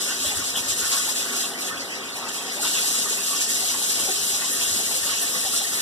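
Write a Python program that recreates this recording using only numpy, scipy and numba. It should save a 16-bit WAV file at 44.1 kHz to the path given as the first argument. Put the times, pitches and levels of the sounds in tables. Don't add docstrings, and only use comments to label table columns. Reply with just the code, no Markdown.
import sys
import numpy as np
from scipy import signal
from scipy.fft import rfft, irfft, next_fast_len
from scipy.io import wavfile
from scipy.ndimage import uniform_filter1d, map_coordinates
from numba import njit

SR = 44100
rng = np.random.default_rng(int(sys.argv[2]) if len(sys.argv) > 2 else 0)


def unload_audio(sound):
    columns = np.transpose(np.atleast_2d(sound))
    steps = np.round(np.clip(columns, -1, 1) * 32767)
    wavfile.write(sys.argv[1], SR, steps.astype(np.int16))


N = 256220
TIME = np.arange(N) / SR
SIZE = next_fast_len(N + SR, real=True)
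FREQS = np.arange(SIZE // 2 + 1) * SR / SIZE


def undb(db):
    return 10 ** (np.asarray(db) / 20)


def unit(x):
    return x / np.sqrt(np.mean(x ** 2) + 1e-18)


def curve(table):
    s, level = np.transpose(table)
    return np.interp(TIME, s, level)


def spectra(table):
    hz, *columns = np.transpose(table)
    return [np.interp(np.log(FREQS + 1), np.log(hz), c) for c in columns]


def colour_gain(table):
    return undb(spectra(table)[0])


def filtered(x, response):
    return irfft(rfft(x, SIZE) * response, SIZE)[..., :N]


def walk(rate_hz):
    hold = int(SR / rate_hz)
    steps = rng.standard_normal(2048)[np.arange(N) // hold]
    return unit(uniform_filter1d(uniform_filter1d(steps, hold), hold))


def drops(response, rate_hz, spread_db):
    lands = rng.random(N) < rate_hz / SR
    size = undb(spread_db * np.minimum(rng.exponential(size=N), 3))
    sign = np.sign(rng.standard_normal(N))
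    return unit(filtered(lands * size * sign, response))


@njit
def ring(start_s, hz, cycles, size, rise):
    out = np.zeros(N)
    for k in range(len(start_s)):
        length, first, phase = int(cycles[k] * SR / hz[k]), int(start_s[k] * SR), 0.
        for i in range(min(length, N - first)):
            age = i / length
            phase += 2 * np.pi * hz[k] * (1 + rise * age) / SR
            out[first + i] += size[k] * np.exp(-5.5 * age) * np.sin(phase)
    return out


def bubble_clouds(table, cycles, count):
    s, hz, db, length_s, scatter = np.transpose(table)[:, :, None]
    when, pitch, size = rng.random((len(table), 3, count)).transpose(1, 0, 2)
    start_s = np.maximum(s, 0) + length_s * when
    hz = hz * np.exp(scatter * (2 * pitch - 1))
    share = np.sqrt(20 * length_s * hz / (cycles * count))
    size = undb(db) * (.5 + size) * share
    return ring(start_s.ravel(), hz.ravel(), np.full(start_s.size, 1. 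* cycles), size.ravel(), 0.219)


def fizz(low_hz, high_hz, cycles, count, scatter=0.047):
    when, pitch, size, length = rng.random((count, 4)).T
    hz = low_hz * (high_hz / low_hz) ** pitch
    length_s = .004 + .02 * length
    table = np.transpose([when * N / SR, hz, -10 * size, length_s, np.full(count, scatter)])
    return unit(bubble_clouds(table, cycles=cycles, count=14))


def bathroom(x, lag_s, t60_s, wet_db, alike_hz=750):
    t = TIME[:SR // 2]
    tail = rng.standard_normal((2, len(t))) * undb(-60 * t / t60_s) * (t > .002)
    mid, side = rfft(tail / np.sqrt(np.sum(tail[0] ** 2)), SIZE)
    alike = .78 / (1 + (FREQS / alike_hz) ** 4)
    ports = np.array([[1], [-1]])
    echo = (mid * np.sqrt(1 + alike) + ports * side * np.sqrt(1 - alike)) / np.sqrt(2)
    direct = np.exp(1j * np.pi * FREQS * lag_s * ports)
    return filtered(x, (direct + undb(wet_db) * echo) / np.sqrt(1 + undb(2 * wet_db)))


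# t/s (onset), spray lift/dB, rise/s, fade/s
SURGE_TABLE = [(.225, 2.5, 0.048, .1), (.34, 5, 0.034, .045), (.43, 5.5, 0.013, 0.093),
               (.55, 4.5, 0.021, 0.087), (.665, 6.5, 0.022, .06), (.76, 3.5, 0.04, 0.091),
               (.895, 1, 0.016, .06), (1.075, 3.5, .018, .04), (1.345, 6, 0.021, 0.028),
               (1.385, 4, 0.022, 0.057), (1.565, 11, 0.049, 0.089), (1.64, 7, 0.024, 0.075),
               (2.145, 8, 0.016, 0.062), (2.272, 5, 0.014, 0.065), (2.31, 7, .035, 0.07),
               (2.405, 4.5, 0.016, 0.027), (2.51, 6.5, 0.028, .055), (2.92, 3, 0.046, 0.087),
               (3.08, 3.5, 0.019, 0.03), (3.255, 2.5, .04, 0.089), (3.4, 5.5, 0.011, 0.043),
               (3.475, 3, 0.018, 0.1), (4.22, 1, 0.045, .07), (4.59, 1.5, .02, 0.23), (4.93, 3.5, .02, .04),
               (5.5, 3, .05, 0.056)]


def surges():
    return sum(np.interp(TIME, [s, s + rise, s + rise + fade], [0, db, 0])
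               for s, db, rise, fade in SURGE_TABLE)


# t/s, level/dB
SPLASH_LEVEL = [(0, -26), (.11, -28), (.16, -29.5), (.22, -26), (.42, -30.5), (.64, -29.5), (.86, -26),
                (.97, -21.5), (1.06, -27), (1.2, -26.5), (1.25, -29.5), (1.45, -28.5), (1.53, -37.5),
                (2.1, -40), (2.5, -37), (2.603, -34), (2.618, -22.5), (3.22, -27), (3.55, -25),
                (4.5, -25.5), (5.6, -26), (5.69, -28), (5.81, -26)]
FULL_SPLASH_DB = -26.5
FLUTTER_DB, FLUTTER_RATE_HZ = 0.41, 20
COARSE_DB, COARSE_DB_PER_DB, COARSE_DB_PER_S = -4.5, -1, 0.2
MIST_DB, MIST_DB_PER_DB, MIST_DB_PER_S = -5, -0.15, 0.8
BURBLE_DB, BURBLE_DB_PER_DB = -46.5, -0.3


def spray_levels():
    splash_db = curve(SPLASH_LEVEL) + surges()
    force_db = splash_db - FULL_SPLASH_DB
    from_middle_s = TIME - TIME.mean()
    coarse_db = COARSE_DB + COARSE_DB_PER_DB * force_db + COARSE_DB_PER_S * from_middle_s
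    mist_db = MIST_DB + MIST_DB_PER_DB * force_db + MIST_DB_PER_S * from_middle_s
    burble_db = BURBLE_DB + BURBLE_DB_PER_DB * force_db
    return splash_db + FLUTTER_DB * walk(FLUTTER_RATE_HZ), coarse_db, mist_db, burble_db


# f/Hz, relative level/dB
SPRAY_COLOUR = [(100, -32), (1500, -20), (2900, -2), (4200, 0.5), (6000, -0.5), (7500, 2), (8600, -2.5),
                (10000, -7), (12000, -9.5), (14300, -17.5)]


def fine_spray():
    return drops(colour_gain(SPRAY_COLOUR), rate_hz=1200, spread_db=2.5) * undb(-2.5 + 4.0 * walk(60))


# f/Hz, relative level/dB
MIST_COLOUR = [(4000, -34), (7500, -10.5), (8800, 3), (10000, -2.5), (12000, -4.5), (14300, -10)]


def finest_mist(mist_db):
    return drops(colour_gain(MIST_COLOUR), rate_hz=990, spread_db=7.5) * undb(mist_db - 1.5 + 3.8 * walk(45))


# f/Hz, relative level/dB
SPLATTER_COLOUR = [(60, -22), (250, -16), (800, -11), (1500, -23), (2500, -22), (3500, -25), (5000, 12),
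                   (8000, -2), (15000, -28)]


def coarse_splatter(coarse_db):
    impacts = drops(colour_gain(SPLATTER_COLOUR), rate_hz=750, spread_db=1.0)
    return impacts * undb(coarse_db - 17.0 + 7.5 * walk(21.77))


def froth(coarse_db):
    tinkle = fizz(1698, 4739, cycles=108, count=120) * undb(coarse_db - 5.0)
    sizzle = fizz(5214, 9510, cycles=122, count=80) * undb(-7.5)
    return tinkle + sizzle


# f/Hz, width/Hz, relative level/dB
TUB_RESONANCES = [(116, 16, -8), (155, 18, -8), (200, 30, -9), (235, 24, 1.5), (272, 28, 2), (365, 24, -1),
                  (402, 22, 2.5), (445, 28, -1.5), (512, 26, -2.5), (559, 22, -2), (680, 50, 0),
                  (798, 36, -3), (955, 30, -3), (1126, 44, 0), (1250, 40, -2.5), (1458, 40, -1),
                  (1530, 34, -3)]


def tub_response(broad_gain, ring_db):
    modes = sum(undb(2 * db) / (1 + (2 * (FREQS - hz) / width) ** 2) ** 2
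                for hz, width, db in TUB_RESONANCES)
    return np.sqrt(broad_gain ** 2 + undb(2 * ring_db) * modes)


def sloshing(x, drift=.013, rate_hz=5):
    lead = np.cumsum(drift * walk(rate_hz))
    return map_coordinates(x, [np.arange(N) + lead], order=1, mode="mirror")


# f/Hz, relative level/dB
THUD_COLOUR = [(25, -29), (60, -17.5), (120, -2), (220, -0.5), (420, 0), (850, -16.5), (1500, -2.5),
               (2200, -5), (4000, -12), (15000, -55)]
DRUM_DB = -38.5


def drum():
    response = tub_response(colour_gain(THUD_COLOUR), ring_db=1.0)
    return sloshing(drops(response, rate_hz=500, spread_db=2.5)) * undb(DRUM_DB + 3.8 * walk(18))


def bubbles(low_hz, high_hz, cycles, count):
    when, pitch, life, size = rng.random((count, 4)).T
    hz = low_hz * (high_hz / low_hz) ** pitch
    return unit(ring(when * N / SR, hz, cycles * (.5 + life), size ** 2 * np.sqrt(hz), 0.19))


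def burble(burble_db):
    crowd = bubbles(488, 1434, cycles=13.2, count=900)
    return unit(filtered(crowd, tub_response(1, ring_db=2))) * undb(burble_db)


# t/s, level/dB
RUMBLE_LEVEL = [(0, -65), (.33, -47.5), (.5, -59), (.72, -48), (.95, -46), (1.3, -64), (2.3, -76),
                (2.7, -62), (3.2, -63), (3.6, -58), (4.8, -53), (5.81, -54.5)]
# f/Hz, relative level/dB
RUMBLE_TONE = [(25, -14), (50, -6), (80, 2.5), (115, -2), (160, -13), (400, -50)]


def rumble(uneven_db=3.5):
    thumps = drops(colour_gain(RUMBLE_TONE), rate_hz=74, spread_db=5.0)
    thumps = thumps * undb(curve(RUMBLE_LEVEL) + uneven_db * walk(9))
    return bathroom(thumps, 0, t60_s=.08, wet_db=0)


GURGLE_DB = -45.5


def gurgle():
    clouds = fizz(236, 1507, cycles=20.7, count=85, scatter=0.045)
    clouds = unit(filtered(clouds, tub_response(1, ring_db=2))) * undb(GURGLE_DB)
    return bathroom(clouds, 0, t60_s=0.11, wet_db=1)


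# t/s, f/Hz, level/dB, length/s, pitch spread/share
SPURT_TABLE = [(.06, 1520, -37, 0.065, 0.16), (.11, 3200, -33, .03, 0.15), (.25, 3460, -30, 0.049, 0.082),
               (.37, 1650, -37, 0.044, 0.16), (.42, 780, -43, 0.031, 0.037), (.548, 3180, -27, .036, 0.079),
               (.81, 1480, -34.5, 0.067, 0.23), (.91, 1460, -34.5, 0.096, 0.37),
               (1.25, 1370, -40.5, 0.084, 0.14), (1.425, 3020, -34, 0.038, 0.24),
               (1.69, 1410, -38.5, 0.071, 0.33), (2.15, 893, -41, 0.14, 0.4),
               (2.282, 7240, -32.5, .012, .03), (2.625, 1740, -34.5, 0.047, 0.46),
               (2.64, 3360, -29.5, 0.052, 0.21), (2.74, 2820, -28.5, 0.052, 0.22),
               (2.97, 1640, -44, 0.04, 0.29), (3.3, 1100, -41, 0.051, 0.045), (4.39, 1870, -36, 0.051, 0.1),
               (4.6, 3050, -35, 0.081, .14), (4.94, 480, -39, .025, .15), (5.06, 3230, -34, 0.097, 0.22),
               (5.08, 1350, -41, .05, .25), (5.58, 3620, -30, .04, .13)]


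def spurts():
    return bathroom(bubble_clouds(SPURT_TABLE, cycles=24, count=90), 0, t60_s=.15, wet_db=-1)


def scene(spots=12):
    splash_db, coarse_db, mist_db, burble_db = spray_levels()
    out = np.zeros((2, N))
    for lag_s in np.linspace(-.0003, .0003, spots):
        spray = fine_spray() + finest_mist(mist_db) + coarse_splatter(coarse_db) + froth(coarse_db)
        spot = spray * undb(splash_db) + drum() + burble(burble_db)
        out = out + bathroom(spot, lag_s, t60_s=0.097, wet_db=0.5) / np.sqrt(spots)
    return out + rumble() + gurgle() + spurts()


# f/Hz, width/Hz, depth/dB, flicker of the depth/dB rms, 1 = centre or -1 = sides
HOLLOW_BANDS = [(2270, 420, 38, 0, 1), (2050, 270, 10, 18, 1), (2500, 270, 10, 18, 1),
                (4470, 440, 6, 18, 1), (1120, 260, 12, 0, -1), (3350, 400, 14, 0, -1)]
FLICKER_RATE_HZ = 22


def hollowed(x):
    for hz, width, depth_db, flicker_db, sign in HOLLOW_BANDS:
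        window = np.exp(-((FREQS - hz) / (width / 2)) ** 8)
        band = filtered((x + sign * x[::-1]) / 2, window)
        cut_db = np.maximum(depth_db + flicker_db * walk(FLICKER_RATE_HZ), 0)
        x = x + band * (undb(-cut_db) - 1)
    return x


# f/Hz, right taken from left/share, left taken from right/share
WIDENING_SHARES = [(40, 0.7, 0.5), (127, 0.45, 0.82), (293, 0.23, 0.2), (660, 0.49, 0.16),
                   (1080, 0.43, 0.76), (2000, 0.83, 0.64), (2560, 0.53, 0.15), (3350, 0.33, 0.23),
                   (4260, 0.46, 0.72), (4900, 0.3, 0.33), (8300, .03, 0.8), (11700, .01, 0.072)]
# f/Hz, left minus right level/dB
PORT_DIFFERENCE = [(300, .1), (2300, 0), (6000, .4), (8400, 2.3), (10500, .1), (12500, -1.1)]
WIDENING_LAG_SAMPLES, TOP_HZ = 19.6, 14250


def record(dry, low_cut_hz=52):
    shares = np.clip(spectra(WIDENING_SHARES), 0, 1)
    delay = np.exp(-2j * np.pi * FREQS * WIDENING_LAG_SAMPLES / SR)
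    balance = undb(spectra(PORT_DIFFERENCE)[0] * np.array([[1], [-1]]) / 2)
    gain = balance / np.sqrt(1 + shares ** 2)
    wide = filtered(dry, gain) - filtered(dry[::-1], gain * shares * delay)
    low_cut = signal.butter(2, low_cut_hz, "high", fs=SR, output="sos")
    high_cut = signal.ellip(12, .1, 80, TOP_HZ, fs=SR, output="sos")
    return signal.sosfilt(high_cut, signal.sosfilt(low_cut, hollowed(wide)))


dry = scene()
out = record(dry)
unload_audio(out)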